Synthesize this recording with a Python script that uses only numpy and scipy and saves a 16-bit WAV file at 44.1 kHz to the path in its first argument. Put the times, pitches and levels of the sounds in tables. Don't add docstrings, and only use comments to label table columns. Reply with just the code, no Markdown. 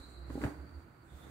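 import sys
import numpy as np
from scipy import signal
from scipy.fft import rfft, irfft
from scipy.io import wavfile
from scipy.ndimage import uniform_filter1d

SR = 44100
rng = np.random.default_rng(int(sys.argv[2]) if len(sys.argv) > 2 else 0)


def natural_amplitude(level_db):
    exponent = np.asarray(level_db, float) / 20
    return 10 ** exponent


def file_out(sig):
    cols = np.atleast_2d(sig).T
    lim = np.clip(cols, -1, 1)
    pcm = np.round(lim * 32767).astype(np.int16)
    wavfile.write(sys.argv[1], SR, pcm)


N = 57330

# (frequency [Hz], level [dB per Hz])
RUMBLE_COLOUR = [(15, -37), (25, 10.5), (151, 18), (395, -23.5), (467, -4), (560, -12.5), (700, -6),
                 (910, -16), (1540, -120)]
# (frequency [Hz], level [dB per Hz])
AIR_COLOUR = [(290, -38), (500, -10), (1390, 4.5), (1680, -9), (3520, -20.5), (4560, -13.5), (6090, -53),
              (7780, -36), (15800, -20.5)]
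RUMBLE_DB, AIR_DB = -60, -69.5
# (frequency [Hz], width [Hz], level [dB])
ROOM_MODES = [(276.3, 9.6, -79.5), (1490, 180, -74)]
# (frequency [Hz], level [dB])
WHITE = [(20, 0), (20000, 0)]
# (frequency [Hz], side minus mid [dB])
SIDE_OVER_MID = [(60, -21), (110, -31), (200, -7), (380, -7), (700, -1.5), (1290, 0), (2380, -0.5),
                 (4400, -1), (8120, 0.5), (15000, -0.5)]
# (frequency [Hz], left minus right [dB])
LEFT_OVER_RIGHT = [(60, -7.5), (110, -2), (200, -6), (380, -5.5), (700, -11), (1290, -4.5), (2380, -17),
                   (4400, 2), (8120, -7), (15000, 1)]

# (time [s], level [dB])
CRICKET_LEVEL = [(0.0, -72), (0.404, -69.5), (0.422, -64), (0.568, -71.5), (0.77, -70), (0.9, -84),
                 (1.036, -77), (1.046, -85), (1.3, -88)]
CRICKET_HZ, CRICKET_WIDTH_HZ, CRICKET_TRIM_DB, CRICKET_PAN_DB = 4560, 300, -4, 6.5
CHIRPS_PER_S, CHIRP_DEPTH_DB = 14, 2

# (time [s], pitch [Hz], level [dB])
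FRAME_HUM = [(0.0, 66.4, -50), (0.028, 63.4, -60), (0.22, 64.6, -47.5), (0.412, 63.2, -46),
             (0.452, 65.7, -41), (0.48, 69.2, -50), (0.532, 65, -53.5), (0.618, 68.4, -47),
             (0.69, 72.9, -60.5), (0.698, 74.6, -71), (0.778, 73.25, -48), (0.832, 65.5, -83),
             (1.068, 68.6, -77), (1.144, 63.64, -50), (1.176, 70.2, -56.5), (1.19, 72, -73),
             (1.252, 69, -55.5), (1.3, 64.5, -55)]
FRAME_PAN_DB, FRAME_ROUGH_DB = -5.5, 1.6

# (peak time [s], half length [s], pitch [Hz], glide [Hz per s], level [dB])
GROANS = [(0.617, 0.09, 280, 3, -62.5), (0.8024, 0.062, 337, 3, -59.5), (1.07, 0.024, 335, -1.5, -61),
          (0.65, 0.0071, 160, -600, -53), (0.878, 0.018, 230, 10, -69), (0.755, 0.041, 77, -1, -50),
          (0.519, 0.015, 290, -200, -47.5), (0.32, 0.031, 116, 1, -48), (1.36, 0.15, 180, 0.5, -60.5),
          (0.11, 0.012, 250, 2, -57), (0.29, 0.0091, 270, -11, -76), (0.25, 0.12, 340, 1, -64),
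          (.65, .018, 172, -100, -60), (.427, .009, 115, 1, -46), (1.2, 0.013, 170, 100, -63),
          (.91, 0.0091, 65, 3, -59)]
GROAN_WANDER, GROAN_FLUTTER_DB, GROAN_PAN_DB = 0.0174, 1.5, -5.5
THUD_S, THUD_DB, THUD_HZ, THUD_T60_S, THUD_RISE_S = 0.4478, -29.5, 112, 0.07, 0.002

# (time [s], level [dB])
SLIDE_LEVEL = [(0.0, -69), (0.086, -74), (0.238, -83.5), (0.332, -63.5), (0.382, -66.5), (0.444, -57.5),
               (0.556, -73.5), (0.644, -78.5), (0.814, -76.5), (0.86, -82.5), (1.02, -82), (1.172, -69),
               (1.3, -68.5)]
# (frequency [Hz], level [dB per Hz])
SLIDE_COLOUR = [(1470, 0.5), (2500, -12.5), (3550, -7.5), (3950, -6), (4470, -6.5), (5050, -12.5),
                (7860, -6.5), (10500, -12.5), (15500, -15)]
SLIDE_GRAINS_PER_S, SLIDE_GRAIN_DB, SLIDE_TRIM_DB = 6000, 2.1, 1.5
# (time [s], level [dB])
PULL_LEVEL = [(0, -57), (.05, -62), (.29, -59), (.305, -53), (.34, -56), (.4, -55), (.418, -44),
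              (.434, -47), (.446, -40), (.475, -47), (.5, -48.5), (.56, -56.5), (.7, -60.5), (.85, -64),
              (1.0, -66.5), (1.15, -63), (1.3, -56)]
# (frequency [Hz], level [dB per Hz])
PULL_COLOUR = [(60, -30), (130, -12.5), (300, 4.5), (450, -4.5), (900, -10.5), (1900, -15.5), (3000, -32.5),
               (5000, -40.5)]
PULL_GRAINS_PER_S, PULL_GRAIN_DB = 3000, 1.5
GRAIN_CAP = 4
# (peak time [s], half length [s], centre [Hz], width [Hz], level [dB])
SEAM_WHISTLES = [
    (.0, 0.27, 4076, 400, -64),
    (1.24, 0.06, 3560, 550, -71),
    (1.19, 0.04, 14700, 1500, -75.5),
    (0.05, 0.13, 8030, 2700, -73),
    (1.12, 0.068, 8000, 1800, -80),
    (1.13, .035, 3550, 500, -74),
    (1.23, .03, 10800, 900, -78),
]
SEAM_FLUTTER_DB = 2.0

# (time [s], peak [dB], pitch [Hz], left minus right [dB])
SNAPS = [(.3018, -43, 1050, -4), (.3030, -46, 1800, -4), (.3545, -45, 800, -2), (.3792, -42, 750, -2),
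         (.4148, -39, 1300, -4), (.4168, -37, 1900, -6), (.421, -42, 1100, -2), (.4382, -28, 1300, 0),
         (.4395, -30, 1700, -4), (.4437, -35, 1900, -7), (.4468, -38, 1700, -4), (.4505, -39, 1500, -2),
         (.4525, -40, 2000, -4), (.4445, -45, 3400, 0), (.4640, -34, 800, -1), (.4705, -41, 1400, -3),
         (.478, -39, 800, 2), (.485, -44, 900, -2)]
SNAP_CYCLES, SNAP_LAG_MS, SNAP_FUZZ = 1.4, 0.13, 0.4
SNAP_SAMPLES = 512

# (time [s], peak [dB], push length [ms], left minus right [dB])
THUMPS = [(.3542, -25, 1.8, -2), (.3751, -28, 2.0, -2), (.4368, -21, 1.6, 1), (.2996, -36, 1.2, -5),
          (.3024, -37, 1.5, -4), (.3061, -33, 1.8, -4), (.3789, -30, 1.6, -2), (.386, -43, 2.0, -2),
          (.410, -37, 2.2, -2), (.4198, -30, 2.0, -3), (.430, -38, 2.5, 0), (.4335, -33, 1.6, 0),
          (.4403, -31, 1.8, 1), (.4437, -31.5, 1.3, 1), (.4468, -37, 1.8, 0), (.4502, -30, 2.0, -1),
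          (.4575, -44, 2.5, -1), (.4648, -36, 1.6, -2), (.4745, -32, 2.0, 0), (.4785, -38, 2.0, 0)]
# (frequency [Hz], level [dB], T60 [s])
MATTRESS_MODES = [(194, -16, 0.03), (286, -3.5, 0.019), (291.8, -24, 0.16), (403, -2, 0.014),
                  (554, -22, 0.08), (810, -13, 0.05)]
THUMP_LAG_MS, MODE_SPREAD_DB, PAD_CUT_HZ = 0.2, 1.2, 125

ECHO_T60_S, ECHO_DELAY_S, ECHO_DB, ECHO_TOP_HZ, ECHO_WARM_HZ = 0.17, 0.004, -17, 2480, 530
BASS_CUT_HZ, TOP_HZ = 33.4, 15720


def curve(rows, col=1):
    rows = np.array(rows, float)
    return np.interp(np.arange(N) / SR, rows[:, 0], rows[:, col])


def over_hz(rows, hz):
    rows = np.array(rows, float)
    return np.interp(np.log(hz + 1), np.log(rows[:, 0]), rows[:, 1])


def unit(x):
    return x / np.sqrt(np.mean(x ** 2))


def walk(rate_hz):
    k = max(int(SR / rate_hz), 2)
    smooth = uniform_filter1d(rng.standard_normal(N), k)
    return unit(uniform_filter1d(smooth, k))


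def bell(t, peak_s, half_s):
    return np.exp(-((t - peak_s) / half_s) ** 2 / 2)


def pan(db):
    return natural_amplitude(np.array([[db / 2], [-db / 2]]))


def band(x, hz, width_hz):
    f = np.fft.rfftfreq(x.shape[-1], 1 / SR)
    return irfft(rfft(x) / (1 + ((f - hz) / (width_hz / 2)) ** 4), x.shape[-1])


def ports(colour, grain=1, lean=1):
    f = np.fft.rfftfreq(N, 1 / SR)
    noise = rng.standard_normal((2, N)) * grain
    mid, side = rfft(noise) * natural_amplitude(over_hz(colour, f))
    side = side * natural_amplitude(over_hz(SIDE_OVER_MID, f))
    tilt = natural_amplitude(lean * over_hz(LEFT_OVER_RIGHT, f) / 2)
    pair = irfft(np.array([(mid + side) * tilt, (mid - side) / tilt]), N)
    return pair / np.sqrt(np.mean(pair.mean(0) ** 2))


def grains(rate_per_s, spread_db):
    size = natural_amplitude(spread_db * np.minimum(rng.exponential(size=N), GRAIN_CAP))
    return np.repeat(size, max(int(SR / rate_per_s), 1))[:N]


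def room():
    hum = 0
    for hz, width_hz, db in ROOM_MODES:
        hum = hum + unit(band(ports(WHITE), hz, width_hz)) * natural_amplitude(db + 1.5 * walk(6))
    rumble = ports(RUMBLE_COLOUR + [(1400, -55)]) * natural_amplitude(RUMBLE_DB)
    air = ports([(250, -40)] + AIR_COLOUR + [(20000, -68)]) * natural_amplitude(AIR_DB)
    return hum + rumble + air


def cricket():
    chirps = np.cumsum(CHIRPS_PER_S * (1 + 0.15 * walk(2.8))) / SR
    throb_db = CHIRP_DEPTH_DB * np.sin(2 * np.pi * chirps)
    trill = unit(band(rng.standard_normal((2, N)), CRICKET_HZ, CRICKET_WIDTH_HZ))
    return trill * natural_amplitude(curve(CRICKET_LEVEL) + throb_db + CRICKET_TRIM_DB) * pan(CRICKET_PAN_DB)


def frame():
    hz = curve(FRAME_HUM) * (1 + 0.03 * walk(12))
    tone = np.sqrt(2) * np.sin(2 * np.pi * np.cumsum(hz) / SR)
    level_db = curve(FRAME_HUM, col=2) + FRAME_ROUGH_DB * walk(28)
    return tone * natural_amplitude(level_db) * pan(FRAME_PAN_DB)


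def groans():
    t, out = np.arange(N) / SR, 0
    for peak_s, half_s, hz, glide, db in GROANS:
        pitch = np.maximum(hz + glide * (t - peak_s), 40) * (1 + GROAN_WANDER * walk(30))
        turns = np.cumsum(pitch) / SR
        tone = np.cos(2 * np.pi * (turns - np.interp(peak_s, t, turns)))
        out = out + tone * bell(t, peak_s, half_s) * natural_amplitude(db + GROAN_FLUTTER_DB * walk(43))
    return out * pan(GROAN_PAN_DB)


def thud():
    since = np.maximum(np.arange(N) / SR - THUD_S, 0)
    envelope = 1000. ** (-since / THUD_T60_S) * (1 - np.exp(-since / THUD_RISE_S))
    tone = -np.sin(2 * np.pi * THUD_HZ * since) * envelope
    return natural_amplitude(THUD_DB) * tone / np.abs(tone).max()


def cloth():
    slips = grains(SLIDE_GRAINS_PER_S, SLIDE_GRAIN_DB)
    hiss = ports(SLIDE_COLOUR, slips, lean=0.94) * natural_amplitude(curve(SLIDE_LEVEL) + SLIDE_TRIM_DB)
    slips = grains(PULL_GRAINS_PER_S, PULL_GRAIN_DB)
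    rub = ports(PULL_COLOUR, slips, lean=0.43) * natural_amplitude(curve(PULL_LEVEL))
    t, seams = np.arange(N) / SR, 0
    for peak_s, half_s, hz, width_hz, db in SEAM_WHISTLES:
        whistle = unit(band(ports(WHITE), hz, width_hz))
        seams = seams + whistle * bell(t, peak_s, half_s) * natural_amplitude(db + SEAM_FLUTTER_DB * walk(33))
    return hiss + rub + seams


def snaps():
    out = np.zeros((2, N))
    since = np.arange(SNAP_SAMPLES) / SR - np.array([[0], [SNAP_LAG_MS / 1000]])
    for s, db, hz, lean_db in SNAPS:
        turns = np.maximum(since * hz, 0)
        fuzz = unit(band(rng.standard_normal((2, SNAP_SAMPLES)), hz, hz))
        pop = np.sin(2 * np.pi * turns) + SNAP_FUZZ * fuzz
        pop = pop * np.minimum(4 * turns, 1) * np.exp(-turns / SNAP_CYCLES)
        start = int(s * SR)
        out[:, start:start + SNAP_SAMPLES] += natural_amplitude(db) * pan(lean_db) * pop
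    return out


def thumps():
    t, out = np.arange(SR // 3) / SR, np.zeros((2, N + SR))
    lag = int(THUMP_LAG_MS * SR / 1000)
    for s, db, push_ms, lean_db in THUMPS:
        ring = 0
        for hz, mode_db, t60_s in MATTRESS_MODES:
            gain = natural_amplitude(mode_db + MODE_SPREAD_DB * rng.standard_normal())
            ring = ring + gain * np.sin(2 * np.pi * hz * t) * 1000. ** (-t / t60_s)
        push = np.sin(np.pi * np.clip(t[:441] * 1000 / push_ms, 0, 1)) ** 2
        body = -np.convolve(ring, push)[:len(t)]
        pair = np.array([body, np.roll(body, lag)])
        start = int(s * SR)
        out[:, start:start + len(t)] += natural_amplitude(db) * pan(lean_db) * pair / np.abs(body).max()
    pad = signal.butter(2, PAD_CUT_HZ, "high", fs=SR, output="sos")
    return signal.sosfiltfilt(pad, out[:, :N])


def echo(hits):
    t = np.arange(SR // 2) / SR
    decay = 1000. 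** (-t / ECHO_T60_S) * (t > ECHO_DELAY_S)
    tail = band(rng.standard_normal((2, len(t))) * decay, 0, 2 * ECHO_TOP_HZ)
    tail = tail + band(tail[::-1], 0, ECHO_WARM_HZ)
    tail = tail / np.sqrt((tail ** 2).sum(1).mean())
    return natural_amplitude(ECHO_DB) * signal.fftconvolve(hits.mean(0)[None], tail, axes=1)[:, :N]


def scene():
    hits = thumps() + snaps()
    return room() + cricket() + frame() + groans() + thud() + cloth() + hits + echo(hits)


def top_cut(x):
    return signal.sosfilt(signal.butter(12, 16200, fs=SR, output="sos"), x)


def record(dry):
    bass_cut = signal.butter(2, BASS_CUT_HZ, "high", fs=SR, output="sos")
    x = signal.sosfilt(bass_cut, dry)
    x = irfft(rfft(x) * (np.fft.rfftfreq(N, 1 / SR) < TOP_HZ), N)
    return top_cut(x)


dry = scene()
out = record(dry)
file_out(out)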